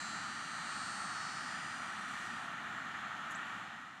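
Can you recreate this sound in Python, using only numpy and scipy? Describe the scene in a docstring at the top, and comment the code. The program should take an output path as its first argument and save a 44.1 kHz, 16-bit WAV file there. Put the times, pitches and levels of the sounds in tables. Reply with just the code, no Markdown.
"""A summer garden. From the start, distant traffic rumbles and washes, a cicada in the trees holds a
throbbing whine with its tymbals (ribbed clicking plates), and another whines on far off.
Around 1 s the tyres of a nearer car swell. The near cicada then turns ragged, slows and stops by 2.6 s.
Something brushes a leaf at 2 s and again at 3.3 s, just before a small bird's tiny rising chirp.
At the very end one more insect joins as everything fades."""
import sys
import numpy as np
from scipy import signal
from scipy.fft import rfft, irfft
from scipy.io import wavfile
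from scipy.ndimage import uniform_filter1d

SR = 44100
rng = np.random.default_rng(int(sys.argv[2]) if len(sys.argv) > 2 else 0)


def materialize(psi):
    """Save the field psi as 16-bit PCM at rate SR to the path in sys.argv[1].

    A 1-D psi becomes a single channel; in a 2-D psi each row is a channel.
    """
    bounded = np.clip(np.atleast_2d(psi).T, -1, 1)
    quanta = np.round(bounded * 32767).astype(np.int16)
    wavfile.write(sys.argv[1], SR, quanta)


N = 176400  # 4 seconds


def undb(db):
    """Turn decibels into a number to multiply a sound by."""
    return 10 ** (np.asarray(db) / 20)


def clock():
    """The time of every sample, in seconds."""
    return np.arange(N) / SR


def curves(table):
    """Join each column's values with straight lines; the first column gives the times."""
    times, *columns = np.array(table, float).T
    return [np.interp(clock(), times, column) for column in columns]


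def unit(x):
    """Scale a signal to an average size (rms) of 1."""
    return x / np.sqrt(np.mean(x ** 2))


def noise():
    """White noise: an even hiss."""
    return rng.standard_normal(N)


def drift(rate_hz):
    """A smooth random wobble of size 1 that heads for a new value rate_hz times a second."""
    hold = int(SR / rate_hz)
    steps = np.repeat(rng.standard_normal(N // hold + 1), hold)
    return unit(uniform_filter1d(uniform_filter1d(steps, hold), hold)[:N])


def colour(x, points):
    """Shape a sound's lows and highs with (pitch_hz, level_db) points, then scale it to size 1."""
    hz, db = np.array(points, float).T
    freqs = np.maximum(np.fft.rfftfreq(N, 1 / SR), 1)
    gain = undb(np.interp(np.log(freqs), np.log(hz), db))
    return unit(irfft(rfft(x) * gain, N))


def resonate(x, hz, width_hz):
    """Keep a narrow band around one pitch, then scale it to size 1."""
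    freqs = np.fft.rfftfreq(N, 1 / SR)
    return unit(irfft(rfft(x) / (1 + 1j * (freqs - hz) / width_hz) ** 2, N))


def cycles(hz):
    """Count the cycles completed so far at a changing rate."""
    return np.cumsum(hz) / SR


def traffic():
    """Engines rumble below and tyres wash above; each octave wanders and flickers on its own."""
    # tone colour of the traffic: pitch_hz, relative_db
    road_colour = [(25, -59), (38, -54), (52, -32), (70, -24), (100, -14.5), (150, -10), (210, -5.5),
                   (300, -11.5), (400, -21), (480, -25), (600, -17), (720, -9), (850, -6.5), (1020, -10.5),
                   (1180, -2), (1330, 0.5), (1480, -3), (1630, -6), (1850, -0.9), (2000, -9), (2130, -13.5),
                   (2350, -10.5), (2600, -17), (2850, -13), (3500, -17.5), (4200, -24.5), (5000, -31.5),
                   (7000, -32), (9500, -39), (12000, -48.5), (15500, -51.5)]
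    spectrum = rfft(colour(noise(), road_colour))
    freqs = np.maximum(np.fft.rfftfreq(N, 1 / SR), 1)
    octave = np.clip(np.log2(freqs / 100), 0, 6)  # octaves above 100 Hz
    out = 0
    for k in range(7):
        band = irfft(spectrum * np.maximum(1 - abs(octave - k), 0), N)
        wobble_db = .36 * drift(1.8) + .5 * drift(10)
        out += band * undb(wobble_db)
    return out * undb(-43.1)


def car():
    """The tyres of one nearer car sing in a narrow band as it passes."""
    # loudness of the passing car: time_s, level_db
    passing = [(0, -58), (.5, -51.5), (.8, -48), (1.15, -47.7), (1.45, -53), (2.1, -53), (2.6, -61)]
    level_db, = curves(passing)
    return undb(level_db) * resonate(noise(), hz=1310, width_hz=90)


def cicada():
    """Tymbal clicks make a whine and the body's throb adds a buzz; all slows and turns to rasp as it tires."""
    # speed of the tymbals: time_s, click_hz, throb_hz
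    rates = [(0, 270.7, 90.4), (.4, 270.7, 89.5), (.7, 271.3, 84.5), (1.3, 271.7, 81.5), (1.65, 270.5, 80),
             (1.93, 267, 80), (2.1, 251, 78), (2.45, 242, 76)]
    # course of the whine: time_s, level_db, roughness (0 to 1)
    whine_course = [(0, 0.5, .1), (.45, -1.5, .07), (.85, 0.5, .05), (1.25, 0.3, .09), (1.45, -4, .2),
                    (1.8, -21, 0.56), (2.3, -38, .75), (2.55, -60, .75)]
    # loudness of the even buzz and the ragged rasp: time_s, buzz_db, rasp_db
    effort = [(0, -61.5, -68.5), (.45, -62, -67.5), (.9, -62, -65), (1.25, -63, -62.5), (1.5, -64.5, -61.5),
              (1.8, -68, -60.5), (2.22, -76, -58.5), (2.42, -85, -62), (2.56, -95, -74), (3, -110, -90)]
    # loudness of the body's ringing: time_s, level_db
    ring_course = [(1, -80), (1.3, -66), (1.5, -61.5), (1.72, -62.5), (1.98, -67.5), (2.38, -68.5),
                   (2.6, -100)]
    # tone colour of the buckling ribs: pitch_hz, relative_db
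    rib_colour = [(3000, -28), (4000, 2.5), (4650, 0.5), (5100, -14), (5800, 1), (6600, -7.5), (7300, -3.5),
                  (8000, -4), (8900, -3), (9400, -9.5), (10700, -17.5), (12000, -31), (15000, -44)]
    click_hz, throb_hz = curves(rates)
    whine_db, roughness = curves(whine_course)
    buzz_db, rasp_db = curves(effort)
    ring_db, = curves(ring_course)
    jitter_hz = 1.57 * roughness * drift(60)
    clicks, throbs = cycles(click_hz + jitter_hz), cycles(throb_hz)
    snaps = 2 * clicks  # two ribs snap in each click
    return (whine(clicks, throbs, roughness) * undb(whine_db)
            + colour(buzz(clicks, throbs), rib_colour) * undb(buzz_db)
            + colour(rasp(snaps, throbs, roughness), rib_colour) * undb(rasp_db)
            + body_ring(snaps, throbs, roughness) * undb(ring_db))


def whine(clicks, throbs, roughness):
    """Tones at multiples of the click rate; side tones just above and below make each one throb."""
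    # tones of the whine: click_multiple, first_db, later_db, upper_side_db (relative to its tone)
    tones = [(14, -68, -66, -4), (15, -61, -65, -1), (16, -68, -62.5, -1), (17, -61, -61, -7),
             (18, -71, -69, -15), (19, -73, -72, 1), (20, -80, -69, -3), (21, -69, -69, -7),
             (22, -77, -74, 5), (23, -70, -73, 7), (25, -69, -69, 1), (26, -74, -73, -6),
             (27, -65, -67, -1), (28, -83, -77, 0), (29, -68, -68, -7), (30, -72, -81, 0),
             (31, -68, -62, -7), (32, -71, -75, -1), (33, -70, -68, 1)]
    lowest = tones[0][0]
    change = np.clip((clock() - .67) / .12 + .5, 0, 1)  # the tone colour shifts around 0.67 s
    # around 1.12 s the two ribs fall into even step: even multiples swell and odd ones sink
    in_step = np.clip((clock() - 1.12) / .16 + .5, 0, 1)
    even_db, odd_db, lower_side_db = 4, -5, -18
    out = 0
    for k, first_db, later_db, upper_side_db in tones:
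        offset = k % 2 * np.pi / 2 + 1.3 * rng.standard_normal()
        phase = 2 * np.pi * k * clicks + offset + roughness * drift(24.7)
        scatter = .8 * (k / lowest) ** 2 * rng.standard_normal()  # low tones throb most nearly together
        beat = 2 * np.pi * throbs + scatter
        sides = undb(upper_side_db) * np.sin(phase + beat) + undb(lower_side_db) * np.sin(phase - beat)
        level_db = first_db + (later_db - first_db) * change + in_step * (odd_db if k % 2 else even_db)
        out += (np.sin(phase) + sides) * undb(level_db + 1.8 * drift(4.23))
    return np.sqrt(2) * out


def buzz(clicks, throbs):
    """The throb puts more side tones around the higher click multiples, at random strength and phase."""
    scatter_db = 2
    out = 0
    for k in range(16, 42):
        for side in (-1, 2):  # one throb rate below, two above
            size, phase = rng.standard_normal(2)
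            out += undb(scatter_db * size) * np.sin(2 * np.pi * (k * clicks + side * throbs + phase))
    return out


def rasp(snaps, throbs, roughness):
    """Each rib snap is a tiny burst of noise; roughness fills the gaps between the bursts."""
    decay, throb_depth = .33, .11  # decay is a share of the time between snaps
    bursts = np.exp(-(snaps % 1) / decay) * (1 + throb_depth * np.cos(2 * np.pi * throbs))
    return noise() * (roughness + bursts) / (roughness + decay)


def body_ring(snaps, throbs, roughness):
    """Overtones of the slowing snaps slide through the pitches at which the cicada's body rings."""
    # resonances of the body: pitch_hz, width_hz, relative_db
    resonances = [(4885, 110, 3.5), (5450, 70, -5), (5930, 130, -1.5), (6450, 110, -7), (7020, 130, -3.5),
                  (7530, 110, -5), (8130, 120, -5), (8600, 130, -5), (9100, 160, -5)]
    snap_hz = np.gradient(snaps) * SR
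    out = 0
    for k in range(8, 19):
        gain = sum(undb(db) / (1 + ((k * snap_hz - hz) / width) ** 2) for hz, width, db in resonances)
        smear = (.3 + roughness) * drift(120)
        out += gain * np.sin(2 * np.pi * k * snaps + smear)
    return out * (1 + .2 * np.cos(2 * np.pi * throbs))


def insect_tone(hz):
    """One note of a far insect, wavering in pitch and flickering in level."""
    waver_hz, flicker_db = 3, 2
    phase = 2 * np.pi * cycles(hz + waver_hz * drift(40))
    return np.sqrt(2) * np.sin(phase) * undb(flicker_db * drift(5.96))


def far_insects():
    """A second cicada whines over a faint hiss of other insects; one more joins at 3.6 s."""
    # tones of the far cicada: pitch_hz, level_db
    tones = [(4140, -77), (4221, -75.5), (5115, -82), (5842, -78), (5915, -80), (6330, -79), (6790, -81.5),
             (7062, -81.5), (7483, -78.5), (8180, -87), (8820, -85)]
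    # tone colour of the insect hiss: pitch_hz, relative_db
    hiss_colour = [(4500, -1), (5600, -16.5), (6400, 7), (7100, 7), (7800, -6), (8800, -7.5), (9500, -18),
                   (12000, -27)]
    far_cicada = sum(undb(db) * insect_tone(hz) for hz, db in tones)
    joining = np.clip((clock() - 3.6) / .08, 0, 1)
    latecomer = joining * undb(-76.5) * insect_tone(hz=5313)
    hiss = undb(-69.5) * colour(noise(), hiss_colour)
    return far_cicada + latecomer + hiss


def leaf_brush():
    """Something touches a leaf twice, making short, grainy scrapes."""
    # the touches: start_s, attack_s, hold_s, decay_s, level_db
    touches = [(2.04, 0.092, .15, .01, -67), (3.302, .006, 0.014, .009, -59.5)]
    # tone colour of the scrape: pitch_hz, relative_db
    leaf_colour = [(4000, -23), (6000, -4), (6900, 10), (8300, -6), (10200, -3.5), (12000, -10),
                   (15500, -18)]
    loudness = 0
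    for start_s, attack_s, hold_s, decay_s, level_db in touches:
        age = clock() - start_s
        rise = np.clip(age / attack_s, 0, 1)
        fall = np.exp(-np.maximum(age - attack_s - hold_s, 0) / decay_s)
        loudness += undb(level_db) * rise * fall
    grains = noise() * undb(2 * drift(500))
    return loudness * colour(grains, leaf_colour)


def bird_chirp():
    """A small bird's thin note shoots up and levels off; the leaves scatter a short echo."""
    start_s, length_s, level_db = 3.346, .021, -53
    from_hz, to_hz, rise_s = 5200, 8230, .0066
    echo_db, echo_decay_s = -9, .02
    age = np.maximum(clock() - start_s, 0)
    pitch_hz = to_hz + (from_hz - to_hz) * np.exp(-age / rise_s)
    progress = np.minimum(age / length_s, 1)
    loudness = np.minimum(progress * 10, 1) * np.sqrt(1 - progress ** 2)
    note = np.sqrt(2) * loudness * np.sin(2 * np.pi * cycles(pitch_hz))
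    leaves = noise() * np.exp(-clock() / echo_decay_s)
    echo = signal.fftconvolve(note, leaves / np.linalg.norm(leaves))[:N]
    return undb(level_db) * (note + undb(echo_db) * echo)


def scene():
    """All the garden's sounds, added into one channel."""
    return (traffic() + car() + cicada() + far_insects() + leaf_brush() + bird_chirp())[None]


def record(dry):
    """The sound opens without a click, fades at the end and loses its highest treble."""
    fade_start_s, fade_db_per_s, top_hz = 3.55, 19, 15500
    opening = np.minimum(clock() / .002, 1)
    fade = undb(-fade_db_per_s * np.maximum(clock() - fade_start_s, 0))
    treble_cut = signal.ellip(10, .1, 80, top_hz, fs=SR, output="sos")
    return signal.sosfilt(treble_cut, dry * fade * opening)


dry = scene()
out = record(dry)
materialize(out)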